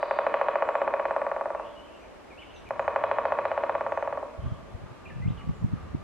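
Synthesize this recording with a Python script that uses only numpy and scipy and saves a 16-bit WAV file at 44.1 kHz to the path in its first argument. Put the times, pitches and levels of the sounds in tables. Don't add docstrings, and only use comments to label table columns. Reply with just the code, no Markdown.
import sys
import numpy as np
from scipy import signal
from scipy.fft import rfft, irfft
from scipy.io import wavfile
from scipy.ndimage import uniform_filter1d

SR = 44100
rng = np.random.default_rng(int(sys.argv[2]) if len(sys.argv) > 2 else 0)


def to_wav(sig):
    pcm = np.clip(np.atleast_2d(sig), -1, 1) * 32767
    pcm = np.round(pcm).astype(np.int16)
    wavfile.write(sys.argv[1], SR, pcm.T)


N = 265967
LEAD_S = 0.2


def from_db(db):
    return 10 ** (np.asarray(db) / 20)


def rms_one(x):
    return x / np.sqrt(np.mean(x ** 2) + 1e-20)


def at_hz(points, hz):
    f, value = np.transpose(points)
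    return np.interp(np.log(np.maximum(hz, 1)), np.log(f), value)


def cut(x, hz, kind, order=2):
    return signal.sosfilt(signal.butter(order, hz, kind, fs=SR, output="sos"), x)


def noise(spectrum):
    seconds = 8
    white = rfft(rng.standard_normal(seconds * SR))
    hz = np.arange(len(white)) / seconds
    return rms_one(irfft(white * from_db(at_hz(spectrum, hz)))[:N])


def slow_noise(cutoff_hz, length):
    return rms_one(cut(rng.standard_normal(SR // 2), cutoff_hz, "low"))[:length]


def stereo(mid, side):
    return np.array([mid + side, mid - side])


def add(out, start_s, sound):
    at = int(round(start_s * SR))
    first, last = max(at, 0), min(at + len(sound), len(out))
    if last > first:
        out[first:last] += sound[first - at:last - at]


def swell(length_s):
    t = np.arange(int(length_s * SR)) / SR
    return t, t / length_s, np.sin(np.pi * t / length_s) ** 0.051


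def glide(path_hz):
    return np.sin(2 * np.pi * np.cumsum(path_hz) / SR)


def chirp(path_hz, buzz_hz, buzz_cutoff_hz=300):
    return glide(path_hz + buzz_hz * slow_noise(buzz_cutoff_hz, len(path_hz)))


def hush(level_db=-51, side_db=-0.5):
    # frequency in Hz, relative level in dB.
    mid_colour = [(20, -12), (50, 3), (130, -6), (350, 0), (950, -3), (1500, -9.5), (2200, -13),
                  (3200, -20.5), (4300, -25.5), (8000, -32), (12000, -40), (14000, -46)]
    side_colour = [(20, -19), (60, -22), (200, 3), (350, 4.5), (700, -3.5), (1200, -7.5), (2200, -14.5),
                   (4300, -22.5), (8000, -29.5), (12000, -36), (14000, -41)]
    return from_db(level_db) * stereo(noise(mid_colour), from_db(side_db) * noise(side_colour))


def drone(db=-55.0, start_hz=78, end_hz=100, waver_hz=20, hum_db=-61, hum_hz=262, hum_waver_hz=18):
    t = np.arange(N) / SR
    # frequency in Hz, relative level in dB.
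    wander = [(15, 3.5), (60, -19.5), (300, -94.5)]
    path_hz = np.interp(t, [2.7, 3.5], [start_hz, end_hz]) + waver_hz * noise(wander)
    low_fade = np.interp(t, [2.6, 2.75, 4.1, 4.4], [0, 1, 1, 0])
    low = from_db(db) * low_fade * glide(path_hz)
    hum_fade = np.interp(t, [2.65, 2.75], [0, 1])
    hum = from_db(hum_db) * hum_fade * glide(hum_hz + hum_waver_hz * noise(wander))
    return low + hum


def wind(jitter_s=0.0026, spread_octaves=0.079, stir_db=-19):
    # time in seconds, level in dB.
    breeze = [(0, -68), (2.4, -73), (2.55, -54.5), (4.3, -74), (4.42, -42.5), (4.999, -60), (5.1, -46),
              (5.3, -46), (6.03, -41.5)]
    # frequency in Hz, relative level in dB.
    turbulence = [(15, -45), (45, -4), (90, -2), (150, -6), (205, -7.5), (260, -18), (400, -29),
                  (800, -54.5), (3000, -88.5)]
    # peak time in seconds, decay constant in seconds, eddy gain in dB, nominal eddy frequency in Hz.
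    gusts = [(4.399, 0.003, -28, 80), (4.46, 0.025, -20.5, 110), (4.525, 0.01, -19, 133.7),
             (4.753, 0.013, -26.5, 86), (4.841, 0.022, -30.5, 129), (4.917, .008, -33.5, 122),
             (5.203, 0.084, -26.5, 115), (5.285, 0.032, -13.5, 149), (5.495, 0.02, -15, 168),
             (5.647, 0.017, -11.5, 146), (5.739, 0.014, -14.5, 160), (5.951, 0.0081, -17.5, 198)]
    eddy_gap_s, eddy_width_cycles, port_delay_s = 0.01875, 0.54, 0.0026
    clock = np.arange(N) / SR
    level = from_db(np.interp(clock, *np.transpose(breeze)))
    for peak_s, decay_s, db, hz in gusts:
        distance = np.minimum(np.abs(clock - peak_s) / decay_s, 20)
        level = level + from_db(db + stir_db) * np.exp(-distance)
    out = level * rms_one(stereo(noise(turbulence), noise(turbulence)))

    t = np.arange(-SR // 20, SR // 20) / SR
    for peak_s, decay_s, db, hz in gusts:
        for offset_s in eddy_gap_s * np.arange(-2, 3):
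            late, size, way = rng.standard_normal(3)
            cycles = t * hz * 2 ** (spread_octaves * size)
            swing = np.sin(2 * np.pi * cycles) / np.cosh(cycles / eddy_width_cycles) ** 2
            eddy = from_db(db) * np.exp(-(offset_s / decay_s) ** 2) * swing
            at_s = peak_s + offset_s + jitter_s * late + t[0]
            lag_s = np.sign(way) * port_delay_s
            add(out[0], at_s - lag_s / 2, eddy)
            add(out[1], at_s + lag_s / 2, eddy)
    return out


def crow(pitch_hz=400, throat_hz=1200, rough=0.051):
    # start in seconds, length in seconds, relative level in dB.
    caws = [(4.428, 0.059, -55.5), (4.829, 0.11, -59), (5.252, 0.157, -59), (5.701, 0.13, -57)]
    out = np.zeros(N)
    for start_s, length_s, db in caws:
        t, _, envelope = swell(length_s)
        jitter = slow_noise(150, len(t))
        turns = np.cumsum(pitch_hz * (1 + rough * jitter)) / SR
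        pulses = np.diff(np.floor(turns), prepend=0)
        throat = rms_one(cut(pulses, [throat_hz * 0.76, throat_hz * 1.137], "band"))
        add(out, start_s, from_db(db) * envelope * throat)
    return out


def far_songbirds(flutter_db=2.0, flutter_cutoff_hz=70):
    # start in seconds, length in seconds, start pitch in Hz, end pitch in Hz, relative level in dB,
    # rms buzz in Hz.
    trills = [(-.05, 0.26, 4670, 4620, -68.5, 90), (-.08, 0.28, 3910, 3860, -63.5, 370),
              (1.561, 0.12, 2525, 2890, -61.5, 170), (1.647, 0.11, 3315, 3190, -66, 170),
              (1.756, 0.056, 2930, 2980, -57.5, 60), (1.835, 0.042, 3100, 2960, -63.5, 90),
              (1.875, 0.041, 2470, 2790, -64, 80), (1.92, 0.066, 2800, 2800, -61, 119),
              (1.998, 0.091, 2380, 2310, -63, 178), (2.399, 0.15, 3020, 2820, -63, 260),
              (2.5, 0.034, 3220, 3700, -70, 200), (2.545, 0.022, 2854, 2904, -56, 159),
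              (2.559, 0.025, 3560, 3620, -58, 300), (4.403, .07, 2900, 3350, -66, 170),
              (4.474, 0.095, 3330, 3110, -68, 172)]
    out = np.zeros(N)
    for start_s, length_s, start_hz, end_hz, db, buzz_hz in trills:
        t, progress, envelope = swell(length_s)
        flutter = flutter_db * slow_noise(flutter_cutoff_hz, len(t))
        path_hz = start_hz + (end_hz - start_hz) * progress
        add(out, start_s, from_db(db + flutter) * envelope * chirp(path_hz, buzz_hz))
    return out


def songbirds():
    # time in seconds, pitch in Hz, relative level in dB.
    whistles = [
        [(2.302, 2545, -58), (2.33, 2174, -57), (2.365, 2260, -64)],
        [(2.373, 2480, -56), (2.395, 3025, -52), (2.412, 2930, -61), (2.423, 2430, -53), (2.44, 2110, -53)],
        [(2.665, 2565, -54), (2.692, 2220, -54)],
        [(5.052, 2890, -55), (5.065, 2274, -48.5), (5.086, 3100, -66), (5.105, 1764, -51.5), (5.14, 1713, -61),
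         (5.19, 1740, -72)],
        [(5.22, 1950, -50), (5.268, 2194, -57), (5.288, 3200, -61), (5.305, 4070, -66)],
        [(5.371, 3570, -66), (5.381, 2900, -57), (5.401, 2900, -66), (5.42, 1800, -51)],
    ]
    # start in seconds, length in seconds, held pitch in Hz, initial offset from it in Hz,
    # relative level in dB.
    peeps = [(.642, 0.2, 7550, -5.5, -81), (1.088, .17, 7970, 103, -82.5), (1.428, .19, 8130, 100, -85),
             (1.94, .09, 7200, 901, -84), (2.01, .03, 6000, 0, -77), (2.544, 0.047, 5550, 906, -70),
             (2.78, 0.097, 6500, 600, -79), (3.885, 0.17, 6300, 694, -80), (5.54, 0.083, 6750, 603, -79)]
    whistle_buzz_hz, slur_s, whistle_fade_s = 26, 0.0094, 0.0035
    peep_settle_s, peep_buzz_hz = 0.036, 70
    out = np.zeros(N)
    for curve in whistles:
        time_s, hz, db = np.transpose(curve)
        t = np.arange(time_s.min(), time_s.max(), 1 / SR)
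        path_hz = uniform_filter1d(np.interp(t, time_s, hz), int(slur_s * SR))
        to_edge_s = np.minimum(t - t[0], t[-1] - t)
        fade = np.minimum(to_edge_s / whistle_fade_s, 1)
        add(out, t[0], from_db(np.interp(t, time_s, db)) * fade * chirp(path_hz, whistle_buzz_hz))
    for start_s, length_s, hz, offset_hz, db in peeps:
        t, _, envelope = swell(length_s)
        path_hz = hz + offset_hz * np.exp(-t / peep_settle_s)
        add(out, start_s, from_db(db) * envelope * chirp(path_hz, peep_buzz_hz))
    return out


def forest(x, near_db, near_s, onset_s, clump_db=1.5, clump_s=0.012):
    # frequency in Hz, relative level in dB.
    scatter = [(250, 7.5), (350, 3.5), (420, -0.5), (470, 7.5), (520, -17), (590, -5), (680, -10),
               (820, -15.5), (960, -5), (1130, -3.5), (1300, -6), (1800, -10.5), (2200, -7), (2600, -1),
               (3500, -0.5), (4300, 0), (9000, -6.5)]
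    # frequency in Hz, t60 in seconds.
    forest_t60 = [(250, 0.76), (450, 1.4), (600, 3.5), (750, 1.4), (1100, 1.7), (2200, 1.5), (4000, 1.3),
                  (8000, .3)]
    # frequency in Hz, side level over mid in dB.
    forest_width = [(250, -9.5), (600, -7), (1100, -12), (2200, -9.5), (6000, -3)]
    t = np.arange(int(1.2 * SR)) / SR
    onset = 1 - np.exp(-(t / onset_s) ** 2)
    shape = onset * (1 + from_db(near_db) / (1 + (t / near_s) ** 6))
    response, edges_hz = 0, np.geomspace(200, 10000, 23)
    for low, high in zip(edges_hz, edges_hz[1:]):
        hz = np.sqrt(low * high)
        clumps = np.interp(t / clump_s, np.arange(200), rng.standard_normal(200))
        fade = shape * from_db(clump_db * clumps - 60 * t / at_hz(forest_t60, hz))
        mid, side = cut(rng.standard_normal((2, len(t))), [low, high], "band") * fade
        band = stereo(rms_one(mid), from_db(at_hz(forest_width, hz)) * rms_one(side))
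        response = response + band * np.sqrt(2 * (high - low) / SR / len(t))
    colour = from_db(at_hz(scatter, np.arange(SR + 1) / 2))
    response = irfft(rfft(response, 2 * SR) * colour)[:, :len(t)]
    return signal.fftconvolve(x[None], response, axes=1)[:, :len(x)]


def near_trees(x, bark_hz=3500):
    # delay in seconds, gain in dB.
    echoes = [(0.00484, -14), (0.016, -15.5), (0.01627, -17.5), (0.01788, -21.5), (0.02365, -24),
              (0.02398, -20), (0.02471, -21.5), (0.02564, -21.5), (0.02646, -16), (0.02676, -19),
              (0.02976, -16), (0.0317, -21.5), (0.03662, -23.5), (0.03841, -24), (0.03941, -27),
              (0.04123, -24), (0.04775, -21), (0.04946, -19), (0.05437, -14), (0.05615, -23),
              (0.05743, -25), (0.06105, -19), (0.06271, -19.5), (0.06871, -22), (0.07306, -22),
              (0.08582, -21.5), (0.08664, -18), (0.09452, -25.5), (0.09832, -24.5), (0.12023, -23)]
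    out, dulled = x.copy(), cut(x, bark_hz, "low", order=1)
    for delay_s, db in echoes:
        add(out, delay_s, from_db(db) * dulled)
    return out


def tick(db=-38, decay_s=0.0012):
    out = np.zeros(N)
    add(out, 2.6902, from_db(db) * np.exp(-np.arange(SR // 50) / SR / decay_s))
    return out


def drumming(vary_db=0.37, detune=0.0034, low_cut_hz=340, crunch_db=-37.0, crunch_hz=4100, crunch_s=0.002):
    # frequency in Hz, relative level in dB, t60 in seconds.
    trunk = [(344, -43.5, 0.047), (417.6, -38.5, 0.061), (529.6, -10.5, 0.0329), (553.3, -7, 0.025),
             (648.6, -19, 0.071), (655.1, -18, 0.052), (788, -46.5, 0.19), (1016.6, -10.5, .0182),
             (1023.4, -1.24, 0.0072), (1154.7, -16.5, 0.025), (1388, -51.5, .1), (1680, -35.5, 0.044),
             (1746, -11.5, 0.0027), (2523, -23.5, 0.013), (2561, -26.5, 0.013), (2986, -46.5, 0.036),
             (3250, -47.5, 0.017), (4030, -52.5, .014)]
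    mode_sign = [1, -1, 1, -1, -1, 1, -1, -1, 1, -1, 1, 1, -1, 1, -1, 1, 1, -1]
    # time in seconds, relative strength in dB, contact low-pass in Hz.
    blows = [(-0.0563, 1, 2800), (0.0285, 1.5, 3080.0), (0.1101, 3, 3600.0), (0.1882, 3, 3970.0),
             (0.266, 4.5, 3500.0), (0.341, 4.5, 4500.0), (0.4132, 3.5, 3110.0), (0.4845, 4, 3180.0),
             (0.5558, 3.5, 2730.0), (0.623, 3.5, 2690.0), (0.6889, 2.5, 2500.0), (0.7533, 3, 2610.0),
             (0.8167, 2.5, 2470.0), (0.877, 2.0, 2730.0), (0.9385, 2.5, 2530.0), (0.9965, 1.2, 2320.0),
             (1.0539, 1.7, 2650.0), (1.1089, 0.6, 1950.0), (1.1635, 0.5, 2100.0), (1.2163, -0.3, 1970.0),
             (1.2657, -1.5, 1770.0), (1.3152, -0.6, 1790.0), (1.3634, -1.3, 1580.0), (1.4105, -1.5, 1680.0),
             (1.4568, -3.5, 1760.0), (1.5033, -5, 1580.0), (1.5484, -3, 1400.0), (1.5969, -6.5, 1440.0),
             (2.7068, -1.7, 2130.0), (2.7943, 1.5, 3250.0), (2.8788, 2.5, 3820.0), (2.9606, 3.5, 2980.0),
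             (3.0383, 3.0, 3330.0), (3.1135, 3, 3450.0), (3.185, 2.5, 3100.0), (3.2535, 2, 4250.0),
             (3.3213, 2.5, 3190.0), (3.3875, 1.4, 2880.0), (3.4532, 1.6, 3530.0), (3.5156, -0.1, 3340.0),
             (3.5769, 0, 3190.0), (3.6362, 0.2, 3050.0), (3.695, 0.7, 2980.0), (3.7516, -0.2, 2800.0),
             (3.8091, -0.8, 2150.0), (3.8645, -1.7, 1960.0), (3.921, -1.5, 2840.0), (3.9743, -1, 2240.0),
             (4.0253, -2.7, 2520.0), (4.075, -2.5, 1990.0), (4.1259, -3.5, 1920.0), (4.1737, -4, 1240.0),
             (4.2279, -7.5, 1130.0)]
    out, t = np.zeros(N + int(LEAD_S * SR)), np.arange(SR // 10) / SR
    hz, level_db, t60_s = np.transpose(trunk)[:, :, None]
    decays = from_db(level_db - 60 * t / t60_s)
    strengths = mode_sign * from_db(vary_db * rng.standard_normal((len(blows), len(trunk))))
    pitches = hz * (1 + detune * rng.standard_normal((len(blows), 1, 1)))
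    bursts = rng.standard_normal((len(blows), len(t))) * np.exp(-t / crunch_s)
    crunches = from_db(crunch_db) * cut(bursts, crunch_hz, "low", order=5)
    for (blow_s, db, contact_hz), strength, pitch, crunch in zip(blows, strengths, pitches, crunches):
        ring = strength @ (decays * np.sin(2 * np.pi * pitch * t))
        add(out, LEAD_S + blow_s, from_db(db) * cut(ring + crunch, contact_hz, "low"))
    return cut(out + 1e-18, low_cut_hz, "high")


def scene():
    drum, song, far_song = drumming(), songbirds(), far_songbirds()
    drum_scatter = forest(drum, near_db=-1.5, near_s=0.16, onset_s=0.011)
    woodpecker = (near_trees(drum) + from_db(-0.5) * drum_scatter)[:, -N:]
    calls = from_db(5.0) * song + from_db(1.5) * far_song + from_db(13.0) * crow()
    scattered = forest(calls, near_db=-1.5, near_s=0.037, onset_s=0.0033)
    birds = from_db(4.5) * song + from_db(2.5) * far_song + scattered
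    return hush() + drone() + wind() + birds + tick() + woodpecker


def record(dry):
    cutoff_hz, ripple_db, stop_db = 13600, 0.2, 70
    return signal.sosfilt(signal.ellip(8, ripple_db, stop_db, cutoff_hz, fs=SR, output="sos"), dry)


dry = scene()
out = record(dry)
to_wav(out)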